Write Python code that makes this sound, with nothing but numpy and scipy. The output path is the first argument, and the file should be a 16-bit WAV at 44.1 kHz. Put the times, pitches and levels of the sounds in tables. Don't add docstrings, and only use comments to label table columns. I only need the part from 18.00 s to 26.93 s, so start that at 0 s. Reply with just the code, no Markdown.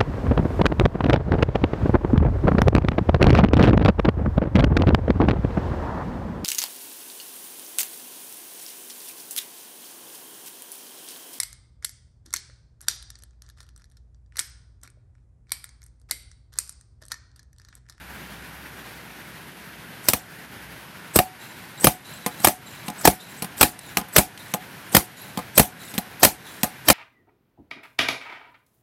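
import sys
import numpy as np
from scipy import signal
from scipy.fft import rfft, irfft
from scipy.io import wavfile
from scipy.ndimage import uniform_filter1d, minimum_filter1d

SR = 44100
rng = np.random.default_rng(int(sys.argv[2]) if len(sys.argv) > 2 else 0)


def convert_level_to_amplitude(level_db):
    exponent = np.asarray(level_db, float) / 20
    return 10 ** exponent


def materialize(psi):
    bounded = np.clip(np.atleast_2d(psi).T, -1, 1)
    quanta = np.round(bounded * 32767).astype(np.int16)
    wavfile.write(sys.argv[1], SR, quanta)


N = 393813

# (frequency [Hz], level [dB])
HISS = [(18, -52.5), (30, -37.5), (55, -25), (141, 1.5), (255, -6), (526, -11.5), (962, -9), (1190, -12.5),
        (1540, -6.5), (3220, -15.5), (7670, -26.5), (12300, -20.5), (16000, -30)]
HISS_DB = -42
# (time [s], level [dB])
RUMBLE = [(0, -48), (.5, -51), (.8, -54), (1.3, -59), (1.6, -57), (2.4, -67), (2.65, -50), (2.9, -70)]
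HUM_HZ, HUM_ROUGH_DB = 63.4, -12

# (start [s], end [s], rod line [dB], scrape at the catch [dB], scrape on arrival [dB])
STROKES = [(3.377, 3.794, -53, -53, -58), (4.035, 4.256, -46, -48, -59), (4.299, 4.406, -54, -51, -44),
           (4.651, 4.885, -48.5, -51, -42), (4.954, 5.022, -62, -59, -33.5), (5.185, 5.41, -46.5, -47, -42),
           (5.792, 5.972, -48.5, -49, -53), (6.376, 6.533, -51, -48, -48), (7.156, 7.375, -47.5, -48, -64),
           (7.784, 7.932, -47.5, -45.5, -40), (8.442, 8.632, -49, -46.5, -53)]
CATCH_S, SETTLE_S, ARRIVE_S = 0.021, 0.077, 0.015
QUIET_DB, LINE_SAG_DB, SCRAPE_SAG_DB = -13, -12.5, -6.5
# (frequency [Hz], level [dB])
SCRAPE = [(1500, 0.5), (4000, -8), (7500, -1.5), (10000, -5), (13000, -2), (16000, -14)]
# (start [s], length [s], level [dB], pitch [Hz])
WHISTLES = [(3.397, .05, -55, 7450), (3.478, .045, -57, 7350), (3.53, .02, -61, 8000),
            (3.772, .03, -55, 7600), (3.40, .06, -56, 3950), (4.05, .032, -54, 7300),
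            (4.07, .045, -52, 4000), (4.155, .03, -49, 7950), (4.15, .04, -54, 4000),
            (4.215, .04, -52, 3900), (5.195, .04, -54, 7200), (5.212, .024, -53, 7750),
            (5.23, .028, -52, 11500), (5.21, .03, -52, 3900), (5.29, .04, -57, 7500),
            (5.84, .07, -55, 10800), (5.865, .045, -54, 7000), (5.85, .05, -54, 3750),
            (6.373, .06, -52, 3700), (7.165, .035, -54, 6900), (7.19, .045, -52, 3900),
            (7.24, .02, -58, 7000), (7.29, .015, -59, 7000)]
# (time [s], level [dB], squeak [Hz], glide [Hz per ms], fade [ms])
CHAFES = [(3.7748, -25, 3880, 3, 20), (3.808, -12, 8100, 1, 18), (4.0547, -42, 7300, 0, 10),
          (4.0994, -27, 11500, 0, 15), (4.1365, -24, 7500, 4, 10), (4.245, -30, 8030, 2, 30),
          (4.39, -26, 4000, 0, 25), (4.6608, -26, 7400, 2, 25), (4.67, -32, 11500, 0, 18),
          (4.724, -34, 7300, -2, 30), (4.766, -32, 4000, -1, 40), (4.783, -32, 6250, 0, 10),
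          (4.86, -24, 8150, 0, 22), (4.865, -30, 11500, 0, 18), (4.9811, -18.5, 8050, 0, 17),
          (5.011, -21, 7200, 0, 8), (5.0169, -12, 8000, 0, 6.4), (5.1966, -22, 3730, -2, 18),
          (5.375, -29, 8160, -5, 45), (5.563, -24, 12500, 0, 12), (5.583, -8, 12100, 110, 4),
          (5.586, -16, 8030, 0, 25), (6.1304, -19, 7960, -1, 23), (6.135, -16, 12000, 82, 8),
          (6.89, -29, 9200, 0, 22), (6.9206, -21, 7800, 0, 14), (6.9351, -10, 11300, 30, 4.4),
          (7.1846, -25, 6880, 0, 8), (7.213, -18.5, 11400, 0, 14), (7.8052, -32, 4030, 0, 18),
          (7.812, -31, 7200, 0, 15), (7.8544, -23, 7960, 0, 8), (7.8755, -24, 3670, -3, 12),
          (7.875, -30, 7100, 0, 8), (7.88, -24, 11000, 40, 20), (7.892, -24, 8050, 0, 14),
          (8.1937, -14, 11900, 30, 8), (8.4674, -24, 3450, 2, 18), (8.615, -30, 8050, 0, 20)]
# (start [s], scrape [dB], squeak [dB], last surge [dB])
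RUN_UPS = [(2.03, -42, -46, -25), (3.135, -36, -29, -24), (3.794, -37.5, -35, -18),
           (4.403, -38.5, -41, -19.5), (5.013, -42, -52, -14), (5.565, -39, -50, -18),
           (6.121, -39, -39, -15), (6.914, -35, -39, -17.5), (7.546, -35.5, -31, -18),
           (8.196, -37, -55, -16.5), (8.848, -38.5, -48, -13.5)]
# (frequency [Hz], level [dB])
SURGE = [(60, -23), (200, -2), (900, -7), (2500, -24), (5500, -8.5), (8500, -26)]

# (time [s], crack [dB], thud [dB], clamp ring [dB], thud pitch [Hz])
SLAMS = [(2.0847, -3, -19.5, -51, 195), (3.1576, -2.5, -8, -28, 389), (3.843, 0.5, -2.5, -28, 248),
         (4.4452, -2.5, -21, -4, 327), (5.0514, -1.5, -9, -4, 310), (5.6099, 0, -14, -34, 102),
         (6.1623, 0, -7, -39, 468), (6.9476, 0.5, -1, -40, 185), (7.5765, 1, -6, -37, 330),
         (8.2299, 0, -13, -10, 255), (8.8841, -1, -13, -3.5, 414)]
# (time [s], crack [dB], thud [dB], clamp ring [dB], thud pitch [Hz])
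REBOUNDS = [(2.1335, -7, -17, -21, 224), (3.188, -2, -10, -8, 173), (3.869, -0.5, -6, -8, 154),
            (4.4702, -2.5, -7, -14, 342), (5.0738, 0, -2, -9, 416), (5.6286, 2, -8.5, -15, 286),
            (6.1804, 0.5, -6, -15, 113), (6.9656, 2, -7, -15.5, 135), (7.5947, 2, -1, -9, 155),
            (8.2475, 2, -13.5, -11, 215), (8.8997, 2.5, -2.5, -12.5, 204)]
# (time [s], crack [dB], thud [dB], seat ring [dB], clang tail [dB])
LANDINGS = [(4.2617, -18, -17.5, -11, -2), (4.4009, -30.5, -28, -33, -20), (4.8808, -24, -22, -16.5, -13),
            (4.8994, -31.5, -25.5, -26, -15), (5.4211, -21, -22.5, -17, -1.5),
            (5.443, -32.5, -27.5, -28, 2), (5.7892, -33.5, -58, -57, -22), (5.9693, -12.5, -21, -13.5, -2),
            (5.9804, -28, -21, -15, 4), (6.0124, -35, -26, -23, -13), (6.0831, -51, -48, -34, 13),
            (6.3749, -38, -61.5, -50, -20), (6.5375, -21, -18.5, -17, -2), (7.3726, -27.5, -18.5, -15, 1),
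            (7.3894, -33, -29, -19, -8), (7.9379, -33.5, -37, -42, 3), (7.9788, -19.5, -14, -46, -15),
            (8.6315, -11.5, -13.5, -12.5, -14)]
# (time [s], crack [dB], thud [dB], clamp ring [dB], clang tail [dB])
BOUNCES = [
    (2.0975, -17, -49, -40, -7),
    (3.169, -17, -33, -29, -1.5),
    (4.4825, -11, -39, -16, -12),
    (6.1885, -12.5, -16, -16, -2),
    (6.5445, -23.5, -26.5, -28.5, -24),
    (7.949, -39, -33, -43, 3),
    (7.984, -20.5, -35, -30, -10.5),
    (8.236, -9.5, -43, -13.5, 4),
    (8.255, -25, -9.5, -31, -21),
    (8.6405, -15, -24, -22, -8.5),
]
TRIALS = 2
TRIAL_TAIL_DB, SLAM_TAIL_DB, REBOUND_TAIL_DB = -12, -8.5, -11.5
LANDING_HZ, BOUNCE_HZ = 201, 231

# (contact [ms], brightness [dB per octave], rod middle [dB], extra ring fade [dB/s])
SLAM_FACES = [(2.9, 1.5, 3.5, 0), (5, 1, 1.5, 0), (2.7, 1, -1.5, 0), (5.5, 0, 5, 0), (5, 0, 2.5, 0),
              (5.1, -0.5, 0, 0), (4.1, -0.5, 1, 0), (4, 0, 1, 0), (5.44, 0.5, -1, 0), (4, 0.5, 3.5, 0),
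              (3.9, 1, 2, 0)]
REBOUND_FACES = [(2.7, 0, 0, -32), (2.2, 0, 0, 7), (2.5, 0, 0, 1), (2.4, 0, 0, 60), (3, 0, 0, 30),
                 (3.4, 0, 0, 5), (5.5, 0, 0, 5), (3.4, 0, 0, 5), (4.1, 0, 0, 5), (4, 0, 0, 5),
                 (5.5, 0, 0, 5)]
LANDING_FACES = [(2.7, 0, 1, 54), (3, 0, -3, 60), (4, 0, 1, 54), (3.2, 0, 0, 60), (2.3, 0.51, -1, 60),
                 (3, 0.13, 0, 60), (2.2, 1.5, 4, 60), (3, 0, 1.5, 60), (3, 0, 1, 47), (3, 0, 1, 60),
                 (3, 0, -3, 60), (3.7, 0, 10.5, 60), (3, 0, 0, 60), (3.5, 0, 0.5, 120), (3, 0, 2, 60),
                 (3, 0, 1.5, 60), (2.9, 0, 1, 60), (3.1, 1.3, -3, 130)]

# (frequency [Hz], level [dB])
TRIAL_COLOUR = [(180, -14), (300, -1), (1890, -8), (2720, -27), (4070, -10), (7180, -12), (7810, -3.5),
                (10000, -14), (12100, -2), (14000, -8), (16300, -28)]
SLAM_COLOUR = [(180, -27), (300, 4), (967, 2.5), (3740, -6), (4890, -7), (7300, -5), (8070, 0),
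               (10500, -6.5), (12900, 3.5), (15500, -14), (16300, -14)]
REBOUND_COLOUR = [(180, -46), (300, 0.5), (804, 5.5), (2300, 0), (3440, -4), (4000, -0.5), (6610, -7),
                  (8630, -1), (13600, -1.5), (15200, -3), (16300, -33)]
LANDING_COLOUR = [(180, -30), (300, -23), (935, 10.5), (1400, -3), (1890, 7), (6180, 0), (9700, 0),
                  (15200, -10), (16300, -18)]
# (frequency [Hz], level [dB])
CLANG_COLOUR = [(180, -7.5), (300, -2), (566, -11), (752, 1), (1100, -10), (2340, -8.5), (2910, -11),
                (7060, -13.5), (10900, -7), (13800, -6.5), (16300, -19)]
# (frequency [Hz], time [s])
CLANG_T60 = [(300, 0.23), (1500, 0.17), (4000, 0.18), (8000, 0.21), (16000, 0.16)]

# (frequency [Hz], level [dB], time to die by 60 dB [s])
ENGINE = [(65, -3.5, 0.059), (135, -4, 0.06), (203.8, -7, 0.12), (310, -1, 0.05), (513, -0.5, 0.044),
          (608, -2, 0.034)]
CLAMP = [(739, -6.5, 0.29), (620, 1.5, 0.036), (718, 3, 0.088), (780, -11, 0.08), (830, -6, 0.16),
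         (578, -10, 0.12), (862, -1, 0.059), (1030, -9, 0.022)]
SEAT = [(730, -3.5, 0.18), (288, -5.5, 0.15), (491, -4, 0.13), (568, -9, 0.048), (787, -9, 0.09),
        (838, -0.5, 0.15), (1035, 1.5, 0.076), (1225, -5.5, 0.14)]
ROD = [(1224, 7.5, 0.017), (1690, -2, 0.042), (1833, 2, 0.029), (2430, 9, 0.013), (3065, -7, 0.015),
       (3152, 1.5, 0.031), (3790, -4, 0.034), (4250, -6, 0.045), (5056, -1, 0.031), (6220, -11, 0.068),
       (7920, 4, 0.033), (9200, 2, 0.037), (12100, 7, 0.013), (12950, -2, 0.02)]
SHAFT = [(8030, -7.5, 0.035), (8040, -24, 0.09), (4080, -17, 0.028), (6790, -12.5, 0.018),
         (9200, -5.5, 0.02), (11500, -8, .015), (13300, -6, .015)]
CHATTER_DB = 3.0
FIRST_BITE_DB, BITE_MS = 3.5, 1.7
RING_RATTLE_DB = 2.5


def evened(x):
    return x / np.sqrt(np.mean(x ** 2) + 1e-20)


def read(points, hz):
    f, value = np.transpose(points)
    return np.interp(np.log(hz + 1), np.log(f + 1), value)


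def add(mix, s, sound):
    part = mix[round(s * SR):][:len(sound)]
    part += sound[:len(part)]


def coloured(x, points):
    gain = convert_level_to_amplitude(read(points, np.fft.rfftfreq(len(x), 1 / SR)))
    return irfft(rfft(x) * gain, len(x))


def blotches(shape, across, along):
    patches = uniform_filter1d(rng.standard_normal(shape), size=across, axis=0)
    return evened(uniform_filter1d(patches, size=along, axis=1))


def garage():
    frames = N // 256 + 5
    hz = np.fft.rfftfreq(1024, 1 / SR)
    real, imaginary = rng.standard_normal((2, 513, frames))
    patches = blotches((513, frames), across=14, along=16)
    flicker = evened(uniform_filter1d(rng.standard_normal(frames), 6))
    level_db = read(HISS, hz)[:, None] + 0.65 * patches + 1.0 * flicker
    z = (real + 1j * imaginary) * convert_level_to_amplitude(level_db)
    hiss = convert_level_to_amplitude(HISS_DB) * evened(signal.istft(z, nperseg=1024, noverlap=768)[1][:N])

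    low = coloured(rng.standard_normal(N + N % 2), [(35, -22), (55, -2), (72, 17.0), (110, -45)])[:N]
    steps = np.repeat(rng.standard_normal((2, frames)), 256, axis=1)[:, :N]
    waver = evened(uniform_filter1d(steps, size=5000, axis=1, mode="wrap"))
    phase = 2 * np.pi * np.cumsum(HUM_HZ + 1.3 * waver[1]) / SR
    hum = np.sqrt(2) * convert_level_to_amplitude(1.8 * waver[0]) * np.sin(phase)
    s, db = np.transpose(RUMBLE)
    rumble_level = convert_level_to_amplitude(np.interp(np.arange(N) / SR, s, db))
    return hiss + rumble_level * (hum + convert_level_to_amplitude(HUM_ROUGH_DB) * evened(low))


def flecked(x, patchy_db):
    z = signal.stft(x, SR, nperseg=256)[2]
    flare_db = np.minimum(patchy_db * blotches(z.shape, across=3, along=3), 9)
    return evened(signal.istft(z * convert_level_to_amplitude(flare_db), SR, nperseg=256)[1][:len(x)])


def fuzzy(hz, size, smooth):
    noise = rng.standard_normal(size) + 1j * rng.standard_normal(size)
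    fuzz = uniform_filter1d(noise, round(smooth))
    phase = 2 * np.pi * np.cumsum(hz * np.ones(size)) / SR
    return evened((fuzz * np.exp(1j * phase)).real)


def strokes():
    out = np.zeros(N)
    for s, end, line_db, catch_db, arrive_db in STROKES:
        t = np.arange(2 * round((end - s) * SR / 2)) / SR
        rise_db = QUIET_DB * np.maximum(1 - t / CATCH_S, 0)
        glide = 1 - np.exp(-np.maximum(t - CATCH_S, 0) / SETTLE_S)
        effort = convert_level_to_amplitude(catch_db + rise_db + SCRAPE_SAG_DB * glide)
        effort += convert_level_to_amplitude(arrive_db) * np.exp((t - t[-1]) / ARRIVE_S)
        grit = convert_level_to_amplitude(1.8 * evened(uniform_filter1d(rng.standard_normal(len(t)), 200)))
        sung = 0.17 * fuzzy(7350, len(t), smooth=61) * grit
        sung += 0.36 * fuzzy(10000, len(t), smooth=150)
        rasp = flecked(coloured(rng.standard_normal(len(t)), SCRAPE), patchy_db=4.5)
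        scrape = (rasp + sung) * grit * effort
        line_level = convert_level_to_amplitude(line_db + rise_db + LINE_SAG_DB * glide)
        line = fuzzy(3950, len(t), smooth=120) * grit * line_level
        add(out, s, (scrape + line) * signal.windows.tukey(len(t), .15))
    return out


def whistles():
    out = np.zeros(N)
    for s, length, db, hz in WHISTLES:
        size = min(round(length * SR), 4096)
        swell = signal.windows.tukey(size, .5)
        add(out, s, convert_level_to_amplitude(db) * fuzzy(hz, 4096, smooth=260)[:size] * swell)
    return out


def chafes():
    out, ms = np.zeros(N), np.arange(4096) / SR * 1000
    for s, db, hz, glide, fade_ms in CHAFES:
        squeak = fuzzy(np.minimum(hz + glide * ms, 15000), len(ms), smooth=150)
        shape = np.minimum(ms / 2.9, 1) * np.exp(-ms / max(fade_ms, 1))
        add(out, s, convert_level_to_amplitude(db - 18.0) * squeak * shape)
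    return out


def run_ups():
    out = np.zeros(N)
    for (s, scrape_db, squeak_db, surge_db), (end, *_) in zip(RUN_UPS, SLAMS):
        size = round((end - s + 0.0022) * SR)
        t = np.arange(size) / SR
        noise = rng.standard_normal((3, size + size % 2))
        grit = convert_level_to_amplitude(4.2 * evened(uniform_filter1d(noise[2], 120)))[:size]
        rasp = flecked(coloured(noise[0], SCRAPE), patchy_db=14.0)[:size]
        scrape = convert_level_to_amplitude(scrape_db) * rasp * grit
        scrape += convert_level_to_amplitude(scrape_db - 2) * fuzzy(9500 + 4500 * t / t[-1], size, smooth=21)
        squeak = convert_level_to_amplitude(squeak_db) * fuzzy(8090, size, smooth=280)
        surge = convert_level_to_amplitude(surge_db) * evened(coloured(noise[1], SURGE))[:size]
        surge = surge * np.exp((t - t[-1]) / 0.0054)
        growth = np.minimum(t / 0.013, 1) * convert_level_to_amplitude(-4.0 * (1 - t / t[-1]))
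        add(out, s, (scrape + squeak) * growth + surge)
    return out


def rung(modes, t, chance, spread_db, detune):
    hz, db, t60 = np.transpose(modes)[:, :, None]
    share, tuning = chance[:2 * len(modes)].reshape(2, -1, 1)
    waves = np.sin(2 * np.pi * hz * (1 + detune * tuning) * t) * np.sign(tuning)
    return (convert_level_to_amplitude(db + spread_db * share - 60 * t / t60) * waves).sum(0)


def clang(noise):
    hz, t, z = signal.stft(coloured(noise, CLANG_COLOUR), SR, nperseg=256)
    clumps_db = 4.2 * blotches(z.shape, across=2, along=5)
    fade_db = -60 * t / read(CLANG_T60, hz)[:, None]
    tail = signal.istft(z * convert_level_to_amplitude(clumps_db + fade_db), SR, nperseg=256)[1][:len(noise)]
    return tail / np.std(tail[:400])


def heavy(rows, tail_db):
    return [(*row, tail_db) for row in rows]


def light(rows, thud_hz):
    return [(*row[:-1], thud_hz, row[-1]) for row in rows]


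def blows(rows, faces, colour, holder, bar, rise_ms, damping, ring_damping, rod_db, sag,
          push_ms, body_db, ring_db):
    out, t = np.zeros(N), np.arange(10240) / SR
    octaves = np.log2((np.fft.rfftfreq(len(t), 1 / SR) + 100) / 4000)
    for row, (contact_ms, tilt_db, middle_db, fade_db) in zip(rows, faces):
        s, crack_db, thud_db, holder_db, thud_hz, tail_db = row
        noise, chance = rng.standard_normal((4, len(t))), rng.standard_normal((3, 32))

        past = np.maximum(t - contact_ms / 1000, 0)
        bite = convert_level_to_amplitude(FIRST_BITE_DB * np.exp(-t * 1000 / BITE_MS) - 2.0)
        shape = np.minimum(t * 1000 / rise_ms, 1) * np.exp(-past / 0.0029) * bite
        uneven = convert_level_to_amplitude(CHATTER_DB * evened(uniform_filter1d(noise[1], 40)))
        lumps = convert_level_to_amplitude(2.4 * evened(uniform_filter1d(noise[3][:len(t) // 2 + 1], 160)))
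        crack = evened(irfft(rfft(coloured(noise[0], colour)) * lumps)) * shape * uneven

        kick = noise[1][:round(contact_ms * SR / 1000) + 1]
        rod = rung(bar, t, chance[0], spread_db=4.0, detune=0.0014)
        rod = signal.oaconvolve(rod, kick / np.linalg.norm(kick))[:len(t)]

        rattle = convert_level_to_amplitude(0.72 * evened(uniform_filter1d(noise[3], 130)))
        tail = convert_level_to_amplitude(tail_db - damping * t) * clang(noise[2]) * rattle * np.minimum(t / 0.0019, 1)

        sagging_hz = thud_hz * np.exp(sag * (.4 - np.minimum(t / 0.013, 1.6)))
        push = np.sin(2 * np.pi * np.cumsum(sagging_hz) / SR) * np.exp(-t * 1000 / push_ms)
        body = convert_level_to_amplitude(body_db) * rung(ENGINE, t, chance[1], spread_db=2.7, detune=0.058)
        thud = (push + body) * np.minimum(t / 0.0027, 1)

        ring = rung(holder, t, chance[2], spread_db=2.2, detune=.004)
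        ring = ring * np.minimum(t / 0.0015, 1) * convert_level_to_amplitude(-(ring_damping + fade_db) * t)
        ring = ring * convert_level_to_amplitude(RING_RATTLE_DB * evened(uniform_filter1d(noise[3], size=260)))

        facing = convert_level_to_amplitude(crack_db - 3.5 + tilt_db * octaves + middle_db * np.exp(-octaves ** 2))
        bright = irfft(rfft(crack + convert_level_to_amplitude(rod_db) * rod + tail) * facing)
        low = convert_level_to_amplitude(thud_db + 3.0) * thud + convert_level_to_amplitude(holder_db + ring_db) * ring
        add(out, s + 0.00066, bright + low)
    return out


def scene():
    mix = garage() + strokes() + whistles() + chafes() + run_ups()
    mix += blows(light(BOUNCES, BOUNCE_HZ), [(2.2, 0, 0, 0)] * len(BOUNCES), SLAM_COLOUR, CLAMP, SHAFT,
                 rise_ms=0.4, damping=56, ring_damping=13, rod_db=3, sag=0.074,
                 push_ms=5.8, body_db=-8.5, ring_db=-3.5)
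    mix += blows(light(LANDINGS, LANDING_HZ), LANDING_FACES, LANDING_COLOUR, SEAT, SHAFT,
                 rise_ms=0.41, damping=370, ring_damping=20, rod_db=3.5, sag=0.075,
                 push_ms=6.4, body_db=-18.0, ring_db=-13.5)
    mix += blows(heavy(REBOUNDS, REBOUND_TAIL_DB), REBOUND_FACES, REBOUND_COLOUR, CLAMP, ROD,
                 rise_ms=0.34, damping=8.5, ring_damping=16, rod_db=-12.0, sag=0.081,
                 push_ms=5.8, body_db=-5.5, ring_db=-4.5)
    mix += blows(heavy(SLAMS[:TRIALS], TRIAL_TAIL_DB), SLAM_FACES[:TRIALS], TRIAL_COLOUR, CLAMP, ROD,
                 rise_ms=0.72, damping=83, ring_damping=680, rod_db=-19.0, sag=1.44,
                 push_ms=8.8, body_db=-9.5, ring_db=-18)
    mix += blows(heavy(SLAMS[TRIALS:], SLAM_TAIL_DB), SLAM_FACES[TRIALS:], SLAM_COLOUR, CLAMP, ROD,
                 rise_ms=0.62, damping=37, ring_damping=1050, rod_db=-15.0, sag=0.42,
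                 push_ms=5.0, body_db=-8.5, ring_db=-6.5)
    return mix[None]


def thinned(x, above_hz, floor_db):
    hz, t, z = signal.stft(x, SR, nperseg=1024)
    band = np.arange(len(hz)) // 12
    starts = np.flatnonzero(np.diff(band, prepend=-1))
    power = np.add.reduceat(abs(z) ** 2, starts, axis=1)[:, band]
    kept = (10 * np.log10(power + 1e-20) > floor_db) | (hz < above_hz)[:, None]
    top = np.where(hz > 15900, .04, 1)[:, None]
    return signal.istft(z * kept * top, SR, nperseg=1024)[1][:, :N]


def low_pass(x):
    return signal.sosfilt(signal.butter(12, 16440, fs=SR, output="sos"), x)


def record(dry):
    power_db = 10 * np.log10(abs(uniform_filter1d(dry[0] ** 2, 400)) + 1e-12)
    over_db = np.clip(power_db + 17.0, 0, 12)
    hold = round(.19 * SR)
    held_db = -minimum_filter1d(np.r_[np.zeros(hold // 2), -over_db], hold)[:N]
    lag = np.exp(-1 / (0.012 * SR))
    dip_db = signal.lfilter([1 - lag], [1, -lag], 0.33 * held_db)
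    capsule = signal.butter(2, 48, "high", fs=SR, output="sos")
    ducked = signal.sosfilt(capsule, dry / convert_level_to_amplitude(dip_db))
    clipped = np.clip(ducked, -.8, .8)
    capacitor = signal.butter(2, 42, "high", fs=SR, output="sos")
    clipped = signal.sosfilt(capacitor, clipped)
    finished = thinned(clipped, above_hz=13900, floor_db=-71)
    return low_pass(finished)


dry = scene()
out = record(dry)
materialize(out)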